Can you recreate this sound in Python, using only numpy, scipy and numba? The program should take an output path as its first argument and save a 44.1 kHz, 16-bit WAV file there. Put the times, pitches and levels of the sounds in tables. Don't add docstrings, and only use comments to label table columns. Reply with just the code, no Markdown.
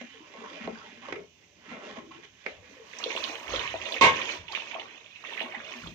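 import sys
import numpy as np
from scipy import signal
from scipy.fft import rfft, irfft
from scipy.io import wavfile
from numba import njit

SR = 44100
rng = np.random.default_rng(int(sys.argv[2]) if len(sys.argv) > 2 else 0)


def wrap_up_sound(samples):
    columns = np.atleast_2d(samples).T
    tamed = np.clip(columns, -1, 1)
    steps = np.round(tamed * 32767).astype(np.int16)
    wavfile.write(sys.argv[1], SR, steps)


N = 261954
T = np.arange(N) / SR
HZ = np.maximum(np.fft.rfftfreq(N, 1 / SR), 1)


def undb(db):
    return 10 ** (np.asarray(db) / 20)


def unit(x):
    return x / np.sqrt(np.mean(x ** 2))


def over_hz(table):
    hz, value = np.transpose(table)
    return np.interp(np.log(HZ), np.log(hz), value)


def colour(x, table):
    return unit(irfft(rfft(x) * undb(over_hz(table)), N))


def causal(db):
    fold = irfft(np.log(undb(db)), N)
    fold[..., 1:N // 2] *= 2
    fold[..., N // 2 + 1:] = 0
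    return np.exp(rfft(fold))


def band(x, lo_hz, hi_hz, order=2):
    return signal.sosfilt(signal.butter(order, (lo_hz, hi_hz), "band", fs=SR, output="sos"), x)


def wander(rate):
    return np.interp(T * rate, np.arange(200), rng.standard_normal(200))


def gains(s, columns, rise_s=0.013, fade_s=0.43):
    before_s = np.maximum(s[0] - T, 0)
    after_s = np.maximum(T - s[-1], 0)
    edge_db = 20 * (before_s / rise_s + after_s / fade_s)
    return [undb(np.interp(T, s, c) - edge_db) for c in columns]


def bursts(s, db, hold_s, attack_s, release_s):
    return sum(gains((start, start + hold), [(level, level)], attack_s, release_s)[0]
               for start, level, hold in zip(s, db, hold_s))


def ring(x, hz, t60):
    pole = np.exp(2j * np.pi * hz / SR - np.log(1000) / (t60 * SR))
    return signal.lfilter([1], [1, -pole], x).imag


@njit
def bubbles(n, start, hz, cycles, size, glide, sr):
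    out = np.zeros(n)
    for k in range(len(start)):
        life = int(3 * cycles[k] * sr / hz[k])
        phase, i0 = 0., int(start[k] * sr)
        for i in range(min(life, n - i0)):
            phase += 2 * np.pi * hz[k] * (1 + glide[k] * i / life) / sr
            swell = min(12. * i / life, 1.)
            out[i0 + i] += size[k] * swell * np.exp(-6. * i / life) * np.sin(phase)
    return out


def swarm(table, count, cycles, spread_db, glide):
    when, where, big = rng.random((count, 3)).T
    lowest_hz, highest_hz = table[0][0], table[-1][0]
    hz = lowest_hz * (highest_hz / lowest_hz) ** where
    size = hz * undb(spread_db * np.minimum(-np.log(1 - big), 4))
    every = np.ones(count)
    return colour(bubbles(N, when * T[-1], hz, cycles * every, size, glide * every, 1. * SR), table)


# frequency in Hz, share alike.
PORT_LIKENESS = [(60, 0.39), (300, 0.83), (700, 0.26), (1400, 0.024), (4000, 0.062)]


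def pair(mid, side):
    alike = np.clip(over_hz(PORT_LIKENESS), 0, 1)
    return np.sqrt((1 + alike) / 2) * mid + np.sqrt((1 - alike) / 2) * side * np.array([[1], [-1]])


# frequency in Hz, relative level in dB per Hz.
HISS_SPECTRUM = [(24, -67), (40, -43), (87, -1), (150, -10.5), (202, -5.5), (407, -9.5), (1020, -13),
                 (1730, -32), (2500, -5), (4130, -15), (5050, -16), (6100, -9.5), (7500, -23), (9000, -48),
                 (12000, -41.5), (14000, -33.5)]
HISS_DB = -65
WAVER_DB, WAVER_PER_S = 1, 10


def hiss():
    noise = pair(*[rfft(colour(rng.standard_normal(N), HISS_SPECTRUM)) for _ in range(2)])
    edges_hz = np.r_[0, 1000 * 2 ** (np.arange(11) / 3), SR]
    out = 0
    for lo, hi in zip(edges_hz, edges_hz[1:]):
        one_band = irfft(noise * ((HZ >= lo) & (HZ < hi)), N)
        out = out + undb(WAVER_DB * wander(WAVER_PER_S)) * one_band
    return undb(HISS_DB) * out


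# frequency in Hz, width in Hz.
COUNTER_MODES = [(50, 6.9), (58, 5.2), (80, 15), (97, 10), (140, 44), (172, 8.3)]
# start in seconds, level in dB, best-excited pitch in Hz,
# hold in seconds.
COUNTER_JOLTS = [(0.66, -62, 155, 0.021), (1.11, -63.5, 151, 0.042), (1.708, -67, 165, 0.022),
                 (1.943, -70.5, 146, 0.24), (2.569, -67, 93, 0.023), (3.145, -71, 159, 0.069),
                 (3.508, -50, 60, 0.075), (3.668, -64, 92, 0.15), (4.043, -38.5, 140, 0.0096),
                 (4.4, -60, 105, 0.039), (5.548, -70, 176, 0.069), (5.85, -52.5, 136, 0.046)]
JOLT_ATTACK_S, JOLT_RELEASE_S = 0.043, 0.14
IDLE_DB = -75.5


def shake():
    s, db, pitch_hz, hold_s = np.transpose(COUNTER_JOLTS)
    best_hz = np.interp(T, s, pitch_hz)
    rumble = 0
    for hz, width_hz in COUNTER_MODES:
        focus = undb(-8.0 * np.abs(np.log2(hz / best_hz)))
        rumble = rumble + focus * unit(ring(rng.standard_normal(N), hz, 2.8 / width_hz))
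    load = undb(IDLE_DB) + bursts(s, db, hold_s, JOLT_ATTACK_S, JOLT_RELEASE_S)
    return load * unit(band(rumble, 53, 220, order=3))


# time in seconds,
# splash level in dB, gurgle over splash in dB, spray over splash in dB.
JET = [
    [(2.7, -68.5, 0, 2), (2.798, -71, 3.5, -5), (2.876, -63.5, 2.5, -0.5), (2.982, -50, 0, -7.5),
     (3.186, -41.5, -2.5, -8), (3.458, -53, 4.5, -6.5), (3.552, -37.5, 1.5, -8), (3.698, -43, -3.5, -13),
     (3.752, -39.5, -5, -17.5), (3.786, -47.5, -2, -8), (3.808, -47, 3.5, -6.5), (3.87, -41.5, -3.5, -9.5),
     (3.956, -47, 9.5, -1.5), (4.005, -50.5, -10, -14)],
    [(4.04, -28, 0, -14), (4.226, -43.5, -0.5, -11.5), (4.322, -41, -1.5, -6), (4.464, -63.5, -2, -12),
     (4.53, -45, -7.5, -10.5), (4.692, -47.5, -6.5, -10.5), (4.768, -53, 8, -10), (5.132, -58, -13, -14),
     (5.27, -46.5, -2.5, -13.5), (5.472, -49.5, 2.5, -16), (5.894, -51, -4.5, -6.5), (5.94, -58, -15, -11)],
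]


def flow(part):
    s, splash_db, gurgle_db, spray_db = np.transpose(part)
    return gains(s, splash_db + [gurgle_db, 0 * s, spray_db])


# frequency in Hz, relative level in dB per Hz.
GURGLE_SPECTRUM = [(130, -55.5), (220, -3.5), (320, -4), (470, 0.5), (620, 0.5), (800, -3), (1070, -1),
                   (1300, -6), (1600, -6), (2100, -2)]
SPLASH_SPECTRUM = [(710, -44), (1200, -19), (1480, -9.5), (1850, -1.5), (2100, -1), (2460, 7.5), (3920, -4),
                   (4600, -27.5), (5500, -44), (7150, -101), (12100, -120)]
SPRAY_SPECTRUM = [(4000, 9), (4900, 3.5), (6300, 8.5), (7000, -0.5), (7700, -13), (8500, -38)]
MIST_SPECTRUM = [(7000, -43), (7700, -2), (8800, -11.5), (10500, -17), (12500, -13), (14300, -6.5),
                 (15500, -13)]
# time in seconds, level in dB.
MIST_LEVEL = [(2.7, -86), (2.82, -89), (3.06, -70), (3.08, -83), (3.17, -66.5), (3.85, -78.5), (3.94, -65),
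              (4.0, -91), (4.02, -49), (4.03, -61), (4.14, -73), (4.35, -71.5), (4.49, -106), (4.52, -71.5),
              (4.63, -81.5), (5.04, -97), (5.43, -70.5), (5.59, -90), (5.77, -73.5), (5.94, -80)]
SURGE_DB, SURGE_PER_S = 2, 17


def pour():
    s, mist_db = np.transpose(MIST_LEVEL)
    mist = gains(s, [mist_db], rise_s=.2)[0]
    surge = undb(SURGE_DB * wander(SURGE_PER_S))
    gurgle, splash, spray = np.sum([flow(part) for part in JET], axis=0) * surge
    return (gurgle * swarm(GURGLE_SPECTRUM, count=8000, cycles=8.4, spread_db=3.0, glide=0.38)
            + splash * swarm(SPLASH_SPECTRUM, count=15000, cycles=20.7, spread_db=2.0, glide=0.13)
            + spray * swarm(SPRAY_SPECTRUM, count=15000, cycles=26.0, spread_db=2.5, glide=0.076)
            + mist * swarm(MIST_SPECTRUM, count=16000, cycles=21.0, spread_db=-7.0, glide=.05))


# start in seconds, reference level in dB, centre in Hz,
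# t60 in seconds.
SLAPS = [(2.935, -28.5, 2110, 0.019), (2.986, -30, 5860, 0.043), (3.026, -35, 3460, 0.017),
         (3.21, -38, 1790, 0.028), (3.327, -34, 2620, 0.025), (3.7199, -29, 2600, 0.019),
         (3.982, -22.5, 2460, 0.026), (4.671, -30, 2230, 0.013), (4.879, -48, 2050, .03),
         (4.906, -37, 2280, 0.034), (5.042, -42, 2840, 0.024), (5.061, -35, 2560, 0.018),
         (5.2235, -39, 2500, 0.016), (5.285, -31, 2330, 0.045), (5.334, -28.5, 2690, 0.049),
         (5.394, -20.5, 2460, 0.017), (5.414, -25, 2910, 0.13), (3.039, -14, 3340, 0.027),
         (3.1035, -19.5, 2350, 0.07), (3.163, -20.5, 2820, 0.045), (3.176, -20.5, 3300, 0.024),
         (3.2382, -15.5, 3780, 0.027), (3.244, -23, 2920, .05), (3.558, -21.5, 3170, 0.071),
         (3.354, -23.5, 2430, 0.0088), (3.478, -29, 2200, 0.079), (3.545, -18.5, 2700, 0.018),
         (3.593, -20, 3000, 0.052), (3.674, -20, 2404, 0.054), (3.815, -24, 2560, 0.064),
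         (3.854, -23.5, 2830, 0.14), (3.92, -22.5, 3490, 0.086), (3.941, -20, 2670, 0.048),
         (3.963, -19, 2250, 0.047), (4.214, -19, 2450, 0.061), (4.2915, -17.5, 2356, 0.071),
         (4.4803, -28.5, 2620, 0.09), (4.5202, -27, 3850, 0.017), (4.549, -17, 2383, 0.074),
         (4.55, -25.5, 2980, 0.21), (4.598, -24, 2780, 0.079), (4.7107, -28, 2340, 0.074),
         (4.7422, -25.5, 2630, 0.086), (4.796, -29, 2960, 0.067), (5.158, -36, 2580, 0.074),
         (5.2483, -26, 2190, 0.053), (5.3732, -21.5, 2080, 0.093), (5.4032, -17.5, 2400, 0.03),
         (5.5217, -28, 2220, 0.071), (5.5448, -25, 2000, 0.13), (5.601, -28, 1770, 0.019),
         (5.7217, -23, 2440, 0.0057), (5.738, -25.5, 2170, 0.0059), (5.8712, -29.5, 3270, 0.043)]
SPLAT_RISE_S = 0.0011
SPLAT_FIZZ_DB, SPLAT_BUBBLE_DB = -3, -1.5


def splats():
    out, t = np.zeros(N + SR), np.arange(SR // 5) / SR
    for s, level_db, hz, t60 in SLAPS:
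        shape = np.minimum(t / SPLAT_RISE_S, 1) * np.exp(-np.log(1000) * t / t60)
        burst = band(rng.standard_normal(len(t)) * shape, 0.8 * hz, 1.282 * hz, order=3)
        i = int(s * SR)
        out[i:i + len(t)] += undb(level_db + SPLAT_FIZZ_DB) * burst / np.abs(burst).max()
    s, level_db, hz, t60 = np.transpose(SLAPS)
    size = undb(level_db + SPLAT_BUBBLE_DB)
    return out[:N] + bubbles(N, s, hz, 0.11 * hz * t60, size, np.full(len(s), -.05), 1. * SR)


# frequency in Hz, half width in Hz, lift or dip in dB.
POT_AIR = [(463, 70, 0.5), (794, 25, -3), (1090, 54, 4.5), (1470, 220, 0.5), (1886, 16.4, 3.5),
           (2340, 62, 1), (3004, 32, 2.5), (3530, 49, 4), (4060, 38, 4.5)]


def hollow(x):
    lift_db = sum(db / (1 + ((HZ - hz) / width) ** 2) for hz, width, db in POT_AIR)
    return irfft(rfft(x) * causal(lift_db), N)


# start in seconds, level in dB, pitch in Hz,
# cycles until it has died to about a seventh, glide as a share of the pitch.
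BIG_BUBBLES = [(.008, -37.5, 255, 8.3, -0.078), (.012, -34, 545, 3.1, -0.62), (.037, -35, 262, 4.1, -0.18),
               (.14, -44.5, 490, 19, -0.54), (0.203, -38.5, 328, 5.6, -0.17), (.3, -48, 328, 5.2, -0.22),
               (.35, -43, 480, 12, -0.051), (.375, -42.5, 233, 8, -0.032), (0.416, -34, 429, 11, 0.21),
               (.452, -41, 243, 3.7, 0.55), (.51, -38, 480, 7.2, 0.8), (.56, -37, 598, 10, 0.093),
               (0.604, -33, 232, 4.6, -0.43), (0.636, -36, 237, 8, .05), (.676, -22.5, 460, 7, -0.31),
               (0.68, -35.5, 238, 5.9, -0.34), (.72, -34, 247, 6, -0.46), (.75, -41, 208, 3.5, -0.83),
               (.755, -34, 1510, 12, 0.1), (.81, -40, 1390, 33, -0.23), (0.849, -51, 270, 4.7, -0.41),
               (.97, -48, 238, 7.8, -0.082), (1.03, -45.5, 252, 8.8, 0.12), (1.083, -28, 575, 7.8, 0.07),
               (1.124, -22, 420, 2.5, -0.54), (1.19, -38.5, 414, 5.3, -.2), (1.22, -42, 416, 7, -0.032),
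               (1.161, -27, 432, 8.8, -0.18), (1.708, -38.5, 244, 11, -0.011), (1.755, -45, 232, 5, 0.078),
               (1.968, -31, 570, 5.4, 0.42), (1.974, -34, 229, 4.2, 0.29), (2.109, -36.5, 1072, 19, -0.014),
               (1.995, -38.5, 335, 9, 0.17), (2.03, -38.5, 345, 4.3, -0.15), (2.065, -41, 339, 17.4, -0.26),
               (2.15, -39.5, 330.5, 12, 0.2), (2.185, -55, 342, 8, -0.036), (2.462, -24, 566, 4.2, -1.1),
               (2.62, -47.5, 492, 17, 0.021), (2.765, -42, 479, 7.6, 0.32), (2.797, -36.5, 474, 10, -0.14),
               (3.061, -17.5, 508, 4.8, -0.3), (3.11, -36, 536, 4.9, -0.22), (3.297, -28, 654, 2.8, 0.53),
               (3.152, -18.5, 575, 1.9, -0.18), (3.174, -17.5, 1040, 3.8, -0.072),
               (3.323, -31, 590, 4.3, 0.65), (3.536, -17.5, 514, 5.4, 0.28), (3.651, -26.5, 1008, 17, 0.58),
               (3.741, -15.5, 660, 3.8, 0.12), (3.862, -26, 594, 6.6, 0.063), (3.919, -25, 590, 8.6, 0.17),
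               (3.936, -27, 595, 2.9, .1), (3.96, -29, 507, 5.6, 0.16), (4.297, -30, 1020, 10, -0.26),
               (4.486, -36.5, 985, 70, -1.3), (4.532, -25.5, 1090, 7.7, 0.081),
               (4.575, -17.5, 1090, 1.54, 0.091), (4.751, -21, 740, 4.9, -0.33),
               (4.761, -22.5, 1020, 5.1, 0.29), (4.62, -30.5, 960, 6, -.1), (4.732, -30, 880, 7.2, 0.2),
               (4.815, -33, 900, 7.6, -0.64), (4.772, -32, 910, 3.7, -.1), (4.785, -26, 720, 3.4, -0.021),
               (5.24, -25.5, 1090, 3, 0.25), (5.325, -27, 910, 4.1, 0.27), (5.412, -17, 706, 1.6, 0.0071),
               (5.428, -24.5, 850, 5.4, -0.011), (5.434, -38, 249, 10, -0.052),
               (5.565, -39.5, 251, 6.3, -0.31), (5.538, -29.5, 723, 11, 0.74), (5.747, -41, 250, 16, -0.19),
               (5.836, -31.5, 1390, 7.9, 0.12), (5.837, -29, 124, 0.93, 0.28),
               (5.861, -28.5, 940, 4.3, 0.98), (5.872, -32, 350, 2.5, -0.47), (5.886, -43, 138, 1.4, -0.11),
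               (5.916, -31, 173, 0.99, -0.37)]


def glugs():
    s, level_db, hz, cycles, glide = np.transpose(BIG_BUBBLES)
    return bubbles(N, s, hz, cycles, undb(level_db), glide, 1. * SR)


# time in seconds, drag level in dB, grit over drag in dB,
# best-excited low resonance in Hz.
LADLE_DRAG = [(0.0, -65, 16, 274), (0.25, -59.5, 4, 412), (0.56, -48, 3, 554), (0.608, -40.5, -8, 289),
              (0.68, -35.5, -19, 450), (0.739, -52, 2.5, 300), (1.03, -51, -4, 293),
              (1.09, -50.5, 3.5, 474), (1.2, -51, -2.5, 417), (1.3, -69.5, 1, 326),
              (1.561, -62.5, -5.5, 363), (1.702, -44.5, -4, 255), (1.799, -44.5, -9, 425),
              (1.909, -42, -3, 374), (2.05, -50, -11, 344), (2.25, -57, 1.5, 330), (2.31, -70, 6, 330),
              (2.49, -79, 30.5, 504), (2.6, -68, 5.5, 557), (2.66, -60.5, 4.5, 438),
              (2.95, -61.5, 7.5, 493)]
# resonance in Hz, width in Hz, level in dB.
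POT_MODES = [(181, 30, -28), (253, 20, 1.5), (336, 15, -13), (472, 270, 0), (584, 6, 5), (597, 150, 4),
             (840, 94, -25), (1072, 68, -12), (1330, 110, -25), (1750, 120, -14), (2085, 225, -6),
             (2433, 100, -8), (2726, 120, -8), (3008, 56, -5), (3310, 200, -13.5), (3670, 520, -25.5),
             (4780, 300, -24.5), (5980, 1000, -23)]
# start in seconds, rasp level in dB,
# grit level in dB, hold in seconds.
WALL_SWISHES = [(0.02, -82, -56, 0.0048), (0.364, -53, -59.5, 0.082), (0.434, -50, -67, 0.042),
                (0.613, -74, -49, 0.048), (1.026, -49, -52.5, 0.032), (1.959, -45.5, -51.5, 0.034),
                (2.115, -44, -53.5, 0.0097), (2.135, -56, -58, 0.043), (2.236, -64, -52, 0.017)]
SWISH_ATTACK_S, SWISH_RELEASE_S = 0.0061, 0.0057
# frequency in Hz, relative level in dB per Hz.
SLOSH_SPECTRUM = [(170, -6), (240, -1), (450, -5.5), (750, -13.5)]
SLOSH_DB = -6.5
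RASP_DB, RASP_REF_DB, RASP_PER_DRAG, RASP_PER_GRIT = -53.5, -50.5, 0.72, 0.66


def scrape():
    s, drag_db, grit_db, pitch_hz = np.transpose(LADLE_DRAG)
    grit_db = drag_db + grit_db
    rasp_db = (RASP_DB + RASP_PER_DRAG * (drag_db - RASP_REF_DB)
               + RASP_PER_GRIT * (grit_db - RASP_REF_DB))
    best_hz = np.interp(T, s, pitch_hz)
    drag, rasp, grit = gains(s, (drag_db, rasp_db, grit_db))
    when, *swish_db, hold_s = np.transpose(WALL_SWISHES)
    swish_rasp, swish_grit = [bursts(when, db, hold_s, SWISH_ATTACK_S, SWISH_RELEASE_S) for db in swish_db]
    # gain, band in Hz, dB lost per octave from the best resonance, random change of each mode in dB
    layers = [(drag, 150, 750, 22.0, 6.5), (rasp + swish_rasp, 750, 1600, 0, 6.5),
              (grit + swish_grit, 1600, 7000, 0, 4)]
    out = 0
    for gain, lo_hz, hi_hz, focus_db, vary_db in layers:
        slips = rng.standard_normal(N)
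        slips = slips * undb(1.32 * np.minimum(rng.exponential(size=N), 4))
        slips = slips * (rng.random(N) < .1)
        body = 0
        for hz, width_hz, db in POT_MODES:
            if lo_hz <= hz < hi_hz:
                speak_db = db + vary_db * wander(14.0) - focus_db * np.abs(np.log2(hz / best_hz))
                body = body + undb(speak_db) * np.sqrt(width_hz) * unit(ring(slips, hz, 1.62 / width_hz))
        out = out + gain * unit(band(body, lo_hz, hi_hz, order=3))
    slosh = swarm(SLOSH_SPECTRUM, count=500, cycles=6.6, spread_db=4.5, glide=-0.11)
    return out + drag * undb(SLOSH_DB) * slosh


# start in seconds, clang level in dB,
# best-excited pitch in Hz, damping as a divisor of ring times, rattle in milliseconds,
# crack as a share of the clang, dull knock level in dB.
POT_BLOWS = [(0.013, -34.5, 2280, 19, 2.1, 0.88, -39), (0.339, -34.5, 1030, 1.3, 1.3, 0.42, -44.5),
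             (0.675, -25, 800, 10, 1.9, 0.15, -27), (1.086, -26.5, 686, 8.3, 1.5, 0.22, -37),
             (1.715, -38, 2200, 1.44, 24, 0.55, -38), (2.234, -39, 2400, 5.6, 2.5, 0.54, -67),
             (4.011, -6, 1210, 2.1, 63.5, 1, -24)]
RIM_TAPS = [(1.123, -21, 2570, 4.4, 2.5, 0.16, -32), (1.154, -33, 2200, 5, 4.7, .1, -55),
            (2.449, -58, 1210, 1.9, 0.56, 0.68, -45.5), (2.460, -18, 2200, 0.98, 3.6, 0.04, -38.5)]
# mode in Hz, relative level in dB,
# t60 in seconds before damping and the cap longest_s.
POT_STEEL = [(446, 3, 0.43), (497, 7, .3), (910, -9.5, 0.14), (915, -6.5, 0.38), (937, -0.5, .3),
             (990, -4.5, .25), (1023, 1, .25), (1085, 12.5, 0.24), (1127, -5.5, 0.27), (1290, -8, .5),
             (1540, -10, .39), (1570, 0, 0.48), (1645, -8, 0.3), (1960, 0.5, 0.6), (2165, 6, .31),
             (2150, 17.5, .25), (2260, 12, .24), (2347, -11, 0.59), (2380, 10.5, .21), (2670, 4.5, .25),
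             (2600, 2.5, .4), (2850, 5, .2), (2850, 5.5, .3), (3160, 4, 0.38), (3500, -0.5, .35),
             (3600, 3, .23), (3930, -6, .3), (4280, -18, .3), (5152, -9.5, .24), (5669, -6, .41),
             (6100, -7, .3)]
LADLE_HANDLE = [(556, 12.5, 0.034), (1342, -6.5, 0.26), (1765, -15, 0.54), (1940, -20, 0.67),
                (2130, -13, 0.26), (2180, -17, 2.2), (2196, -20.5, 1.5), (2204, 14, 0.051),
                (2850, -14.5, 0.25), (3365, -13, 0.17), (5000, -5.5, 0.069), (6080, -24, .06)]
# frequency in Hz, level in dB.
WALL_CRACK = [(250, -25), (450, 0.5), (600, -10.5), (750, -21.5), (900, -0.5), (1080, -3), (1250, -23),
              (1850, -19), (2150, 4.5), (3000, -2), (3300, -9.5), (3700, -5.5), (4400, -14), (7000, -15.5),
              (12000, -28.5)]


def knocks(blows, steel, longest_s=0.58, first=5.3, swell=0):
    out, t = np.zeros(N + SR), np.arange(SR // 2) / SR
    hz, db, t60 = np.transpose(steel)[:, :, None]
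    wall = causal(over_hz(WALL_CRACK))
    for s, clang_db, best_hz, damping, rattle_ms, crack_share, dull_db in blows:
        size = undb(db - 4.2 * np.log2(hz / best_hz) ** 2 + 0.5 * rng.standard_normal(hz.shape))
        rattle = rng.standard_normal(len(t)) * np.exp(-(t * 1000 / rattle_ms - swell) ** 2)
        rattle[0] = first
        size = size / np.abs(np.exp(2j * np.pi * hz * t) @ rattle)[:, None]
        decay = np.exp(-np.log(1000) * t * damping / np.minimum(t60, longest_s))
        modes = np.sum(size * decay * np.sin(2 * np.pi * hz * t), axis=0)
        clang = signal.fftconvolve(rattle, modes)[:len(t)]
        crack = irfft(rfft(rattle, N) * wall, N)[:len(t)]
        thump = band(rng.standard_normal(len(t)) * np.exp(-t * damping / 0.064), 467, 740)
        blow = clang / np.abs(clang).max() + crack_share * crack / np.abs(crack).max()
        i = int(s * SR)
        out[i:i + len(t)] += undb(clang_db) * blow + undb(dull_db) * thump / np.abs(thump).max()
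    return out[:N]


# frequency in Hz, level in dB.
TONE_FILTER = [(40, -45.5), (120, -30.5), (170, -0.5), (6600, -3.5), (7600, -10), (8600, -21.5),
               (11000, -24), (14000, -27.5)]


def dull_ends(x):
    return irfft(rfft(x) * causal(over_hz(TONE_FILTER)), N)


ROOM_T60_S, ROOM_DB = 0.19, -10.5


def kitchen(x, lag_s):
    tail = rng.standard_normal((2, N)) * np.exp(-np.log(1000) * T / ROOM_T60_S) * (T > .003)
    echo = pair(*rfft(tail / np.sqrt(np.sum(tail ** 2, axis=1, keepdims=True))))
    direct = np.exp(-2j * np.pi * HZ * lag_s * np.array([[1], [0]]))
    turned = undb(13 * HZ / (HZ + 400))
    right = 1 + 0 * HZ
    heard = direct / [turned, right] + undb(ROOM_DB) * echo * [turned ** 0.79, right]
    return irfft(rfft(x) * heard, N)


LAG_S = -0.00024


def scene():
    stirring = scrape()
    taps = knocks(RIM_TAPS, LADLE_HANDLE, longest_s=1.8, first=0.35, swell=1.4)
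    ladle = kitchen(dull_ends(stirring + taps), 0)
    blows = kitchen(dull_ends(knocks(POT_BLOWS, POT_STEEL) + glugs()), LAG_S)
    water = kitchen(hollow(dull_ends(splats()) + pour()), LAG_S)
    return ladle + blows + water + shake() + hiss()


# frequency in Hz, left minus right in dB.
PORT_BALANCE = [(60, -3), (200, 5), (380, 3.5), (700, 3.5), (1290, -0.5), (2380, -7.5), (4400, -14),
                (8120, -26.5), (15000, -12)]
TOP_HZ, CEILING = 15600, .95


def record(dry):
    left_db = over_hz(PORT_BALANCE)
    both_db = 10 * np.log10((1 + undb(2 * left_db)) / 4)
    shaded = irfft(rfft(dry) * causal(np.array([left_db, 0 * HZ]) - both_db), N)
    rounded = CEILING * np.tanh(shaded / CEILING)
    return signal.sosfilt(signal.ellip(10, .2, 70, TOP_HZ, fs=SR, output="sos"), rounded)


dry = scene()
out = record(dry)
wrap_up_sound(out)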